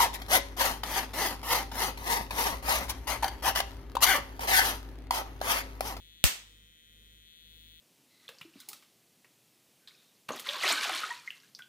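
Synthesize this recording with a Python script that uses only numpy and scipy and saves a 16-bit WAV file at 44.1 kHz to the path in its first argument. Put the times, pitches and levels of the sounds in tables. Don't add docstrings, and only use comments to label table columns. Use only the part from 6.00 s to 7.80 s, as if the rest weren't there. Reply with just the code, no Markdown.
import sys
import numpy as np
from scipy import signal
from scipy.fft import rfft, irfft, next_fast_len
from scipy.io import wavfile

SR = 44100
rng = np.random.default_rng(int(sys.argv[2]) if len(sys.argv) > 2 else 0)


def generate_wav(signal):
    frames = np.transpose(np.atleast_2d(signal))
    scaled = np.clip(frames, -1, 1) * 32767
    pcm = np.round(scaled).astype(np.int16)
    wavfile.write(sys.argv[1], SR, pcm)


N = 79380

# start in seconds, strength in dB.
DISCHARGES = [(0.2407, 4.0)]


def amp(db):
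    return 10 ** (np.asarray(db) / 20)


def unit(x):
    return x / np.sqrt(np.mean(x ** 2) + 1e-20)


def along(points, hz):
    f, v = np.transpose(points)
    return np.interp(np.log(hz + 1), np.log(f + 1), v)


def filtered(x, response):
    size = 2 * next_fast_len(N)
    return irfft(rfft(x, size) * response(np.fft.rfftfreq(size, 1 / SR)), size)[..., :N]


def coloured(x, spectrum, pan=((1, 0), (2, 0))):
    def response(hz):
        gain = unit(amp(along(spectrum, hz) + np.outer([.5, -.5], along(pan, hz))))
        cepstrum = irfft(np.log(gain + 1e-9))
        half = len(hz) - 1
        cepstrum[:, 1:half] *= 2
        cepstrum[:, half + 1:] = 0
        return np.exp(rfft(cepstrum))
    return filtered(x, response)


def delay(seconds, hz):
    return np.exp(-2j * np.pi * np.outer(seconds, hz))


def reverberate(x, t60s, build_s):
    hz, t, bands = signal.stft(rng.standard_normal((2, SR)), SR, nperseg=256)
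    decay = amp(-60 * t / along(t60s, hz)[:, None])
    tail = signal.istft(bands * decay, SR, nperseg=256)[1]
    tail *= 1 - np.exp(-np.arange(tail.shape[1]) / SR / build_s)
    tail /= np.linalg.norm(tail, axis=1, keepdims=True)
    return signal.fftconvolve(x, tail, axes=1)[:, :N]


def pulses(times, gains):
    centres = np.asarray(times)[:, None] * SR
    taps = np.floor(centres).astype(int) + np.arange(-7, 9)
    kernel = np.sinc(taps - centres) * np.cos(np.pi * (taps - centres) / 16) ** 2
    return np.bincount(np.clip(taps, 0, N).ravel(), (kernel * gains[:, None]).ravel(), N + 1)[:N]


def background():
    # frequency in Hz, rms level in dB.
    tones = [(49.0, -67), (50.85, -69.5), (100.1, -78), (101.9, -76), (203.7, -83)]
    # frequency in Hz, relative level in dB.
    rumble_spectrum = [(25, -9), (40, -4), (70, 1.5), (130, -1), (220, 1), (400, -10.5), (490, -5.5),
                       (620, -21.5), (800, -25.5), (2000, -20.5)]
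    hiss_spectrum = [(25, -13), (300, -7.5), (600, -10), (1000, -19), (1900, 2), (3300, -2.5), (5000, -27),
                     (6600, -3.5), (9000, -17), (12000, -17.5), (15500, -10), (16000, -17)]
    t = np.arange(N) / SR - 0.53
    hum = sum(amp(db) * np.sqrt(2) * np.cos(2 * np.pi * hz * t) for hz, db in tones)
    beat = np.cos(2 * np.pi * (tones[1][0] - tones[0][0]) * t)
    mid, side = coloured(rng.standard_normal((2, N)), rumble_spectrum)
    rumble = unit(mid + 0.52 * np.outer([1, -1], side)) * amp(-71.5 + 3.2 * beat)
    hiss = unit(coloured(rng.standard_normal((2, N)), hiss_spectrum))
    return hum + rumble + amp(-72.5) * hiss


def coil_ticks():
    # time in seconds, ticks per second.
    rate = [(0, 161.5), (0.238, 161.5), (0.25, 159.3), (0.55, 159.55), (0.95, 159.95), (1.5, 161.0),
            (1.8, 161.25)]
    # frequency in Hz, relative level in dB.
    core_spectrum = [(100, -30), (200, -9), (320, -7), (490, -9.5), (640, -27.5), (1100, -30), (1450, -8),
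                     (1900, 1), (2200, -7.5), (2450, 0.5), (2800, -10), (3200, 7.5), (3600, 1.5),
                     (4300, -30), (5100, -14), (6500, -4.5), (7900, -17), (9000, -16.5), (16000, -28)]
    whine_spectrum = [(100, -70), (14000, -40), (15000, -13), (15400, 0), (15650, -5), (15900, -35)]
    ring_spectrum = [(100, -24.5), (1800, -34.5), (2600, -11), (3050, -12), (3400, 5.5), (3900, -0.5),
                     (4400, -8), (4800, -23), (5400, -16), (16000, -79.5)]
    rattle_spectrum = [(100, -103), (7000, -40), (9200, -31), (9950, -5), (10800, -4.5), (11500, -18),
                       (11950, 3), (12600, -27.5), (13200, -0.5), (13700, -8.5), (14100, -5),
                       (14700, -27.5), (16000, -27)]
    # time in seconds, level in dB.
    whine_levels = [(0, -80), (1.3, -87), (1.6, -73), (1.8, -72)]
    # time in seconds, ring level in dB, rattle level in dB.
    brightness = [(0, -60.5, -71.5), (0.22, -60.5, -72.5), (0.259, -61.5, -78), (0.7, -68.5, -74.5),
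                  (1.0, -65.5, -72.5), (1.245, -64.5, -72.5), (1.27, -60.5, -71.5), (1.55, -59.5, -70),
                  (1.8, -59.5, -70.5)]
    # frequency in Hz, 60 dB decay time in seconds.
    room_t60 = [(100, 0.063), (16000, 0.042)]
    first_tick_s, right_lag_s, spread_db = 0.0025, 0.0003892, 0.33
    t = np.arange(N) / SR
    cycles = np.cumsum(np.interp(t, *np.transpose(rate))) / SR
    cycles -= np.interp(first_tick_s, t, cycles)
    times = np.interp(np.arange(int(cycles[-1]) + 1), cycles, t)
    train = unit(pulses(times, amp(-spread_db * rng.standard_normal(len(times)))))

    def resonance(spectrum, db, left_db):
        return coloured(train * amp(db), spectrum, pan=[(1, left_db)])

    knots_s, ring_db, rattle_db = np.transpose(brightness)
    core = resonance(core_spectrum, db=-66, left_db=-0.5)
    whine = resonance(whine_spectrum, np.interp(t, *np.transpose(whine_levels)), left_db=-0.5)
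    ring = resonance(ring_spectrum, np.interp(t, knots_s, ring_db), left_db=13)
    rattle = resonance(rattle_spectrum, np.interp(t, knots_s, rattle_db), left_db=14)
    direct = filtered(core + whine + ring + rattle, lambda hz: delay([0, right_lag_s], hz))
    room = reverberate(core + whine + 0.5 * (ring + rattle), room_t60, build_s=0.0016)
    return direct + amp(-10) * room


def discharge():
    starts, db = np.transpose(DISCHARGES)
    return pulses(starts, amp(db))


def circuit_thump():
    pickup_db = [-17, -20.5]
    kick_s, ring_s = 0.0011, 0.021
    final_hz, drop_hz, drop_s = 52, 113, 0.0038
    t = np.arange(N) / SR
    kick = -amp(1) * np.sin(np.pi * np.minimum(t / kick_s, 1))
    after = np.maximum(t - kick_s, 0)
    cycles = final_hz * after + drop_hz * drop_s * (1 - np.exp(-after / drop_s))
    ring = np.sin(2 * np.pi * cycles) * np.exp(-(after / ring_s) ** 2)
    thump = signal.fftconvolve(discharge(), kick + ring)[:N]
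    return np.outer(amp(pickup_db) * [1, -1], thump)


def spark():
    # frequency in Hz, relative level in dB.
    crack_spectrum = [(120, -18.5), (400, -16), (900, -15), (1680, -7), (2300, -4.5), (3100, -5),
                      (4350, -7), (5730, -8.5), (7010, -11), (8270, -11), (9400, -17), (10900, -7),
                      (12200, -14), (14900, -9), (16000, -11.5)]
    room_spectrum = [(88, -63), (150, -17), (368, -15.5), (484, -14.5), (716, -13), (1040, -11.5),
                     (1120, -9.5), (1560, -11), (1720, -8), (2550, -6), (4950, -8.5), (8070, -7),
                     (9820, -14), (15100, -9), (16000, -26.5)]
    # frequency in Hz, left minus right in dB.
    crack_pan = [(300, 2), (700, 22.5), (1290, 1), (2380, -5.5), (4400, 5.5), (8120, -6), (15000, -3.5)]
    room_pan = [(500, -1.5), (2400, 0), (4400, -0.5), (8100, -3.5), (15000, 1.5)]
    # left and right delays in seconds, gain.
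    bounces = [(0.00009, 0.00012, 0.7), (0.00035, 0.00035, 0.71), (0.00047, 0.000534, -0.4)]
    # delay in seconds, gain in dB.
    echoes = [(0.0056, -16.5), (0.0162, -28.5), (0.0255, -27.5)]
    # frequency in Hz, 60 dB decay time in seconds.
    room_t60 = [(200, 0.31), (1000, 0.34), (3000, 0.37), (8000, 0.31), (15000, 0.24)]
    linger_t60 = [(200, 0.39), (1000, 0.87), (3000, 1), (7000, 0.81), (11000, 0.84), (15000, 0.26)]
    shock = discharge()
    crack = coloured(shock, crack_spectrum, crack_pan)
    bounced = filtered(crack, lambda hz: sum(gain * delay(lags, hz) for *lags, gain in bounces))
    scatter = amp(-2) * reverberate(crack, t60s=[(1, 0.03)], build_s=0.0006)
    wash = coloured(shock, room_spectrum, room_pan)
    echoed = filtered(wash, lambda hz: sum(amp(db) * delay(lag, hz) for lag, db in echoes))
    early = reverberate(echoed, t60s=[(1, 0.0073)], build_s=0.0001)
    room = amp(3) * reverberate(wash, room_t60, build_s=0.006)
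    linger = amp(-21.5) * reverberate(wash, linger_t60, build_s=0.006)
    return scatter + early + room + linger - amp(2.5) * (crack + bounced)


def scene():
    return spark() + circuit_thump() + coil_ticks() + background()


def record(dry):
    cutoff_hz = 16000
    return filtered(np.clip(dry, -1, 1), lambda hz: 1 / np.sqrt(1 + (hz / cutoff_hz) ** 160))


dry = scene()
out = record(dry)
generate_wav(out)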